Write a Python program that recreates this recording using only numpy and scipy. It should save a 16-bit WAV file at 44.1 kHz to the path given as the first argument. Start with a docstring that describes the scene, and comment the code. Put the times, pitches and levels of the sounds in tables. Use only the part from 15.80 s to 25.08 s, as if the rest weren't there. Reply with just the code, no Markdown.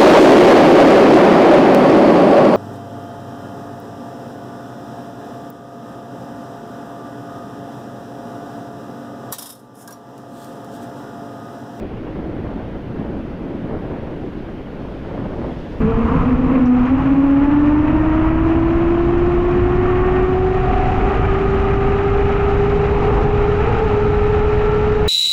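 """An electric motorbike nearly doubles its speed along a street, heard from the rider's seat.
From the start two knobby tyres howl and beat against each other, the hub motor whines near their octave,
asphalt grain rings the tyres and roars, and wind buffets the microphone. In the first two seconds rough
road breaks up the howl, bumps rattle the frame, grit ticks and a car passes. Near 5 s and 8 s the road
roughens again and the whine surges, while the air hisses ever louder. A limiter holds the peaks."""
import sys
import numpy as np
from scipy import signal
from scipy.fft import rfft, irfft
from scipy.io import wavfile
from scipy.ndimage import uniform_filter1d, minimum_filter1d

SR = 44100
rng = np.random.default_rng(int(sys.argv[2]) if len(sys.argv) > 2 else 0)


def transcribe(signal):
    """Save signal, clipped to [-1, 1], as a 16-bit WAV file at the path in sys.argv[1]."""
    frames = np.atleast_2d(signal).T
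    limited = np.clip(frames, -1, 1)
    pcm = np.round(limited * 32767).astype(np.int16)
    wavfile.write(sys.argv[1], SR, pcm)


N = 409248


def undb(db):
    """Decibels to gain."""
    return 10 ** (np.asarray(db) / 20)


def unit(x):
    """Scale to rms 1."""
    return x / np.sqrt(np.mean(x ** 2))


def curves(table):
    """Each column of a table, joined by straight lines in time."""
    s, *columns = np.transpose(table)
    return [np.interp(np.arange(N) / SR, s, c) for c in columns]


def swells(table, steepness=2.75):
    """One envelope per value column: each (centre, length, values...) row rises, holds and falls."""
    t = np.arange(0, N / SR, .004)
    columns = sum(np.outer(np.exp(-np.abs(2 * (t - s) / length_s) ** steepness), values)
                  for s, length_s, *values in table)
    return curves(np.column_stack([t, columns]))


def walk(rate_hz):
    """Smooth random wander with spread 1, up to about the given rate."""
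    f = np.arange(N // 2 + 1) * SR / N
    return unit(irfft(rfft(rng.standard_normal(N)) / (1 + (f / rate_hz) ** 2), N))


def shaped_noise(spectrum, band_hz):
    """Noise through an EQ curve, with rms 1 inside the band."""
    f = np.maximum(np.arange(N // 2 + 1) * SR / N, 1)
    hz, db = np.transpose(spectrum)
    shaped = rfft(rng.standard_normal(N)) * undb(np.interp(np.log(f), np.log(hz), db))
    shaped = shaped * np.minimum(f / hz[0], 1) ** 2 * np.minimum(hz[-1] / f, 1) ** 2
    inside = irfft(shaped * ((f > band_hz[0]) & (f < band_hz[1])), N)
    return irfft(shaped, N) / np.std(inside)


def ring(x, hz, width_hz):
    """A resonance applied twice, for steep skirts."""
    b, a = signal.iirpeak(hz, hz / (0.89 * width_hz), fs=SR)
    return signal.lfilter(b, a, signal.lfilter(b, a, x))


def boost_db(hz, modes):
    """Lift of a tone as it glides through resonances."""
    return sum(db / (1 + (2 * (hz - centre_hz) / width_hz) ** 2) for centre_hz, width_hz, db in modes)


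def turn(hz):
    """Running phase of a rate."""
    return 2 * np.pi * np.cumsum(hz) / SR


def tone(phase, rough, width_hz):
    """A tone of rms 1 whose level and phase are shaken into a narrow skirt."""
    shake = rough * (walk(width_hz) + 1j * walk(width_hz))
    return unit(np.real((1 + shake) * np.exp(1j * phase)))


def wobbling(hz, octaves, cruise_share=.0006, db_per_octave=-28):
    """A wheel's spin wavers as its tyre bounces, less at speed."""
    return hz * (1 + cruise_share * undb(db_per_octave * octaves) * walk(rate_hz=8.99))


# Rougher and smoother road: (centre [s], length [s], howl dip [dB], rasp lift [dB], judder [0-1],
# scrub lift [dB], roar lift [dB])
ROUGH_PATCHES = [(.08, 0.22, 7.5, -6, 0.8, -1, 0), (.34, 0.28, 6.5, 4, 0.2, 9.5, 1),
                 (.72, 0.14, -0.5, 9, 0.2, 4.5, 3), (.91, 0.12, -4.5, -9.5, 0.02, -4.5, -3.5),
                 (1.06, .09, 0, -2, 0.2, 3.5, 0.5), (1.21, .11, 12.5, -5, 0, 1, -5),
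                 (1.655, .08, 4.5, 2, .4, 0, 0), (1.85, .3, 0, -1, 0.22, 0, 1.5),
                 (5.07, 0.55, 11, 2, 0.08, 2.5, 2.5), (5.34, 0.28, 5, 4.5, 0.3, -5, 1),
                 (5.75, 0.64, 2.5, -2.5, 0.1, -3, .5), (7.3, 0.57, 2.5, 6.5, 0.02, 9.5, 0),
                 (7.94, 0.29, 11, 6.5, 0.1, -3, 1.5)]
# Surfaces that sharpen or soften the tread's slap: (centre [s], length [s], rear octave lift [dB],
# rear slap lift [dB], front slap lift [dB], roar lift [dB])
SURFACES = [(.92, .2, 1.5, 1, -4.5, 2), (1.2, 0.19, -8, -6.5, 6.5, 2), (1.47, 0.43, 6, 1, -8.5, 0.5),
            (1.88, 0.2, -0.5, 3.5, -7, -2), (2.42, 0.41, 4.5, 4.5, -2, 2.6), (3.35, 0.44, 2, -4, -3, -0.5),
            (4.22, 0.53, 6.5, 6.5, 4, 1.5), (4.63, 0.35, 6, 0, -6, -2), (5.0, 0.46, 12, -5, -5, -0.5),
            (5.45, .35, -2, -0.5, 3.5, 1.5), (6.1, 0.58, 0.5, 3, -2, 1.1), (6.55, 0.33, -1, 3, 4, 3),
            (7.35, 1.5, -5.5, -4.5, -6, 1.5), (8.75, 1, 2, -4.5, 1.5, 1.1)]
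# The rear howl, fullest near the ring of the tyre's air: (block rate [Hz], level [dB])
HOWL_RESPONSE = [(226, -17), (242, -22.5), (248, -13), (280, -9), (302, -14), (352, -15.5), (400, -17.5),
                 (420, -16.5)]
# Bike resonances that the tyres' overtones sweep through: (pitch [Hz], width [Hz], lift [dB])
BODY_MODES = [(452, 35, 7.5), (655, 50, 1.5), (910, 68, 2.5), (1250, 87, 3), (1842, 110, 7.5)]
def rear_tyre(block_hz, octaves, slap_offset_db=-24.5, cruise_judder=0.031):
    """Tread blocks drum on the road: a howl with slapping overtones, juddering most at low speed."""
    dip_db, _, patch_judder, _, _ = swells(ROUGH_PATCHES)
    octave_lift_db, slap_lift_db, _, _ = swells(SURFACES)
    phase = turn(wobbling(block_hz, octaves))
    judder = patch_judder + cruise_judder - .05 * octaves
    howl_db = np.interp(block_hz, *np.transpose(HOWL_RESPONSE))
    howl = undb(howl_db - dip_db) * tone(phase, rough=judder, width_hz=14)
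    octave_db = -38 - 4 * octaves + octave_lift_db + boost_db(2 * block_hz, BODY_MODES)
    overtones = undb(octave_db) * tone(2 * phase, rough=0.044 + judder, width_hz=8.8)
    slap_db = howl_db + slap_offset_db + octaves + slap_lift_db + 1.5 * walk(rate_hz=8.2)
    for order, db in zip(range(3, 7), (2.5, -6.0, -9.5, -12.5)):
        gain = undb(slap_db + db + boost_db(order * block_hz, BODY_MODES))
        smear = order * (0.1 + 0.57 * judder)  # uneven timing smears the high overtones most
        overtones += gain * tone(order * phase, rough=smear, width_hz=30)
    return howl + overtones


# The front tyre sings out and overruns as its load changes:
# (centre [s], length [s], level [dB], extra speed [share of rear rate])
FRONT_BURSTS = [(0.038, 0.083, -26, 0.036), (0.342, 0.1, -24, 0.063), (0.553, 0.26, -14.5, 0.0172),
                (0.769, 0.13, -10, 0.018), (1.128, 0.057, -14.5, 0.0042), (1.335, 0.14, -20, 0.0039),
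                (1.695, 0.16, -22, .01), (2.1, 0.21, -22, 0.00043), (5.3, 0.089, -25.5, 0),
                (7.899, 0.14, -31.5, 0.07), (8.02, 0.13, -27, 0.00015)]
def front_tyre(block_hz, octaves, rate_ratio=1.061, cruise_db=-29, db_per_octave=22):
    """A slightly faster tread beats against the rear one; the lightly loaded wheel sings less evenly."""
    bursts, overrun = swells([(s, length_s, undb(db), extra) for s, length_s, db, extra in FRONT_BURSTS])
    _, _, slap_lift_db, _ = swells(SURFACES)
    front_hz = block_hz * (rate_ratio + overrun)
    phase = turn(wobbling(front_hz, octaves))
    howl = (undb(cruise_db + db_per_octave * octaves) + bursts) * tone(phase, rough=0.18, width_hz=12)
    overtones = undb(-19) * bursts * tone(2 * phase, rough=.3, width_hz=19)
    slap_db = -37.5 + 6.5 * octaves + slap_lift_db
    for order, db in zip(range(2, 6), (-1.5, 1.0, -12.5, -14.0)):
        gain = undb(slap_db + db + boost_db(order * front_hz, BODY_MODES))
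        overtones += gain * tone(order * phase, rough=.58, width_hz=30)
    return howl + overtones


def tread_rasp(phase, base_db=-30):
    """On coarse patches the blocks land unevenly and the howl turns into a rasp."""
    _, rasp_lift_db, *_ = swells(ROUGH_PATCHES)
    low = tone(1.05 * phase, rough=1.6, width_hz=56)
    octave = tone(1.97 * phase, rough=15, width_hz=92)
    return undb(base_db + rasp_lift_db) * (low + undb(-3.5) * octave)


def tread_scrub(phase, pull, full_pull_db=-33.5, db_per_doubling=3.5):
    """Each block slips a little as it leaves the road, more while the drive pulls hard."""
    *_, scrub_lift_db, _ = swells(ROUGH_PATCHES)
    slip = rng.standard_normal(N) * (1 + .5 * np.cos(phase))
    scrub = unit(ring(slip, hz=1055, width_hz=350))
    return undb(full_pull_db + db_per_doubling * pull + scrub_lift_db) * scrub


# The ring of the motor's side covers: (pitch [Hz], width [Hz], lift [dB])
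COVER_MODES = [(468, 30, 17.5), (761, 74, 10.5)]
# The whine swells and eases: (centre [s], length [s], lift [dB])
WHINE_SURGES = [(4.66, .24, 6.5), (5.02, 0.5, 13.5), (6.15, 0.91, 1), (6.95, 0.41, -2), (7.96, 0.11, 12),
                (9.0, .9, -9)]
def hub_motor(block_hz, octaves, ripple_per_block=1.917, base_db=-42, db_per_octave=8):
    """Torque ripple sings in the motor's side covers, with a weak octave."""
    ripple_hz = ripple_per_block * block_hz
    phase = turn(ripple_hz)
    surge_db, = swells(WHINE_SURGES)
    whine = tone(phase, rough=0.13, width_hz=28) + undb(-22) * tone(2 * phase, rough=0.25, width_hz=21)
    return undb(base_db + db_per_octave * octaves + boost_db(ripple_hz, COVER_MODES) + surge_db) * whine


# The hollow ring of the air in the tyres: (pitch [Hz], width [Hz], level [dB])
CAVITY_MODES = [(267.5, 54, 6), (282.5, 83, -5)]
def tyre_cavity(grain, pull, full_pull_db=-22.5, db_per_doubling=6.5):
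    """Asphalt grain rings the air in the tyres, more under pull and on rasping patches."""
    _, rasp_lift_db, *_ = swells(ROUGH_PATCHES)
    cavity = unit(sum(undb(db) * ring(grain, hz, width_hz) for hz, width_hz, db in CAVITY_MODES))
    return undb(full_pull_db + db_per_doubling * pull + 0.26 * rasp_lift_db) * cavity


# Low thumps in the frame: (centre [s], length [s], level [dB])
THUMPS = [(0.045, 0.14, -21), (0.334, 0.19, -20.5), (0.678, 0.33, -22.5), (1.367, 0.33, -23),
          (1.701, .35, -29.5), (2.501, 0.44, -29), (7.046, .3, -26)]
def frame_drum(grain):
    """Asphalt grain drums the frame as the wheels skip."""
    envelope, = swells([(s, length_s, undb(db)) for s, length_s, db in THUMPS])
    return envelope * unit(ring(grain, hz=161.8, width_hz=33))


# The colour of tyres on asphalt: (frequency [Hz], level [dB])
ROAR_EQ = [(300, -15), (500, -5), (650, 2), (820, 3.5), (1020, -3), (1320, 2.5), (1560, -5), (1800, -4.5),
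           (2050, -8), (2500, -7.5), (2950, -13.5), (3400, -23), (4300, -45), (7000, -58)]
def road_roar(octaves, cruise_db=-36, db_per_octave=4):
    """Asphalt grain roars from the contact patches, shifting with the surface."""
    *_, rough_db = swells(ROUGH_PATCHES)
    *_, surface_db = swells(SURFACES)
    roar_db = cruise_db + db_per_octave * octaves + rough_db + surface_db
    return shaped_noise(ROAR_EQ, band_hz=(1500, 2800)) * undb(roar_db + 1.3 * walk(rate_hz=120))


# The wind's low rumble: (frequency [Hz], level [dB])
BUFFET_EQ = [(7, -4.5), (24, 0), (55, 0), (120, -3.5), (165, -8.5), (230, -10.5), (330, -15.5),
             (500, -22.5), (1000, -43)]
# Gusts and lulls: (centre [s], length [s], lift [dB])
GUSTS = [(.1, 0.23, -1), (.82, 0.58, -3.5), (1.5, 0.7, -4.5), (2.05, 0.19, 0.5), (2.9, 0.45, 0),
         (4.65, 0.41, -2), (7.6, 0.3, 0.5)]
def wind_buffet(octaves, cruise_db=-17.5, db_per_octave=2.5):
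    """Eddies thump on the microphone."""
    gust_db, = swells(GUSTS)
    buffet_db = cruise_db + db_per_octave * octaves + gust_db
    return shaped_noise(BUFFET_EQ, band_hz=(20, 140)) * undb(buffet_db + 0.41 * walk(rate_hz=10))


# The bright, airy top: (frequency [Hz], level [dB])
HISS_EQ = [(1500, -4.5), (3000, 5.5), (3900, 4.5), (4400, 0), (5500, -4), (7200, -8.5), (7900, -15.5),
           (8600, -26), (9300, -26.5), (11000, -27.5), (13000, -39.5)]
def air_hiss(octaves, cruise_db=-56.5, db_per_octave=28.5, floor_db=-64):
    """Fast air hisses past the microphone; the level flickers and lifts with the rough road's roar."""
    *_, roar_lift_db = swells(ROUGH_PATCHES)
    airflow = np.hypot(undb(floor_db), undb(cruise_db + db_per_octave * octaves))
    hiss = shaped_noise(HISS_EQ, band_hz=(4200, 7500))
    return airflow * hiss * undb(.6 * roar_lift_db + 1.7 * walk(rate_hz=150))


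def edge_whistle(octaves, cruise_db=-58, db_per_octave=46):
    """Air whistles thinly over an edge, growing steeply with speed."""
    whistle = unit(ring(rng.standard_normal(N), hz=3860, width_hz=220))
    return undb(cruise_db + db_per_octave * octaves) * whistle


# The upper-mid bite of the fittings: (frequency [Hz], level [dB])
RATTLE_EQ = [(900, -5), (1400, 1.5), (1900, 1), (2600, -4), (3400, -19.5), (4500, -35), (7000, -50)]
# Bumps in the road: (time [s], level [dB])
BUMPS = [(0.685, -37), (.750, -30), (1.056, -35), (1.255, -34), (1.622, -33), (1.701, -34), (1.865, -33),
         (2.072, -31), (4.924, -39), (7.853, -34)]
def clatter(attack_s=0.0042, decay_s=0.023):
    """Each bump shakes the frame and its fittings into a short, dry rattle."""
    rattle = shaped_noise(RATTLE_EQ, band_hz=(1000, 3200))
    age = np.arange(SR // 5) / SR
    hit = (1 - np.exp(-age / attack_s)) * np.exp(-age / decay_s)
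    envelope = np.zeros(N)
    for s, db in BUMPS:
        start = int(s * SR)
        envelope[start:start + len(age)] += undb(db) * hit / hit.max()
    return envelope * rattle


# Bright ticks of grit: (time [s], pitch [Hz], level [dB])
GRIT_TICKS = [(.856, 5750, -42.5), (.871, 6120, -52), (.962, 5860, -56), (1.058, 6460, -54),
              (1.507, 6500, -54), (3.709, 5430, -49)]
def grit(attack_s=.0006, ping_s=0.0051, crack_s=0.012, crack_db=-9):
    """Small stones flicked against the metal frame: a short ping over a crack."""
    out = np.zeros(N)
    noise = undb(crack_db) * unit(ring(rng.standard_normal(N), hz=5000, width_hz=1900))
    age = np.arange(SR // 10) / SR
    for s, hz, db in GRIT_TICKS:
        start = int(s * SR)
        span = slice(start, start + len(age))
        ping = np.exp(-age / ping_s) * np.sin(2 * np.pi * hz * age)
        crack = np.exp(-age / crack_s) * noise[span]
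        out[span] += undb(db) * (1 - np.exp(-age / attack_s)) * (ping + crack)
    return out


def oncoming_car(nearest_s=1.235, roar_s=0.055, hiss_s=0.43):
    """Its tyres roar briefly and hiss a little longer, fading with distance."""
    t = np.arange(N) / SR - nearest_s
    roar = undb(-38.5) * shaped_noise(ROAR_EQ, band_hz=(1500, 2800))
    hiss = undb(-64) * shaped_noise(HISS_EQ, band_hz=(4200, 7500))
    return roar / np.hypot(1, t / roar_s) + hiss / np.hypot(1, t / hiss_s)


# The long climb in pitch, as rear tread blocks meet the road: (time [s], block rate [Hz])
BLOCK_RATE = [(0.0, 220.8), (0.25, 226), (0.4, 234), (0.85, 248.5), (1.05, 251.5), (1.15, 263), (1.3, 271),
              (1.62, 281.5), (1.72, 289), (2.0, 301), (2.4, 316.6), (2.8, 329), (3.05, 337.8), (3.2, 341.7),
              (3.6, 351.6), (3.9, 357.8), (4.25, 366.8), (4.7, 373.4), (4.95, 379.5), (5.12, 382),
              (5.27, 381.5), (5.45, 386.5), (5.7, 390.8), (6.15, 398.5), (6.7, 402.8), (7.15, 406.8),
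              (7.4, 410.8), (7.7, 410.8), (8.1, 414.6), (8.8, 420.3), (9.28, 421.2)]
def scene(cruise_hz=420, full_pull_hz_per_s=40):
    """One road speed drives both tyres and the motor; its rise tells how hard the drive pulls."""
    block_hz, = curves(BLOCK_RATE)
    phase = turn(block_hz)
    octaves = np.log2(block_hz / cruise_hz)  # speed, in doublings from cruising
    climb_hz_per_s = uniform_filter1d(np.gradient(block_hz) * SR, size=SR)
    pull = np.log2(np.maximum(climb_hz_per_s, 2) / full_pull_hz_per_s)  # in doublings from full pull
    howl = rear_tyre(block_hz, octaves) + front_tyre(block_hz, octaves)
    tread = tread_rasp(phase) + tread_scrub(phase, pull)
    whine = hub_motor(block_hz, octaves)
    grain = rng.standard_normal(N)  # the same asphalt shakes tyres and frame
    road = tyre_cavity(grain, pull) + frame_drum(grain) + road_roar(octaves)
    hits = grit() + clatter()
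    wind = wind_buffet(octaves) + air_hiss(octaves) + edge_whistle(octaves)
    return (howl + tread + whine + road + wind + hits + oncoming_car())[None]


def record(dry, ceiling=0.56, hold_s=0.046, ratio=6, top_hz=12800):
    """A look-ahead limiter turns the loudest peaks down; a steep low-pass cuts the top."""
    size = int(hold_s * SR) + 1
    gain = np.minimum(1, ceiling / (np.abs(dry) + 1e-9)) ** (1 - 1 / ratio)
    limited = dry * uniform_filter1d(minimum_filter1d(gain, size), size)
    fade_in = np.minimum(1, np.arange(N) / SR / .004)
    low_pass = signal.ellip(8, .2, 70, top_hz, fs=SR, output="sos")
    return signal.sosfilt(low_pass, limited * fade_in)


dry = scene()
out = record(dry)
transcribe(out)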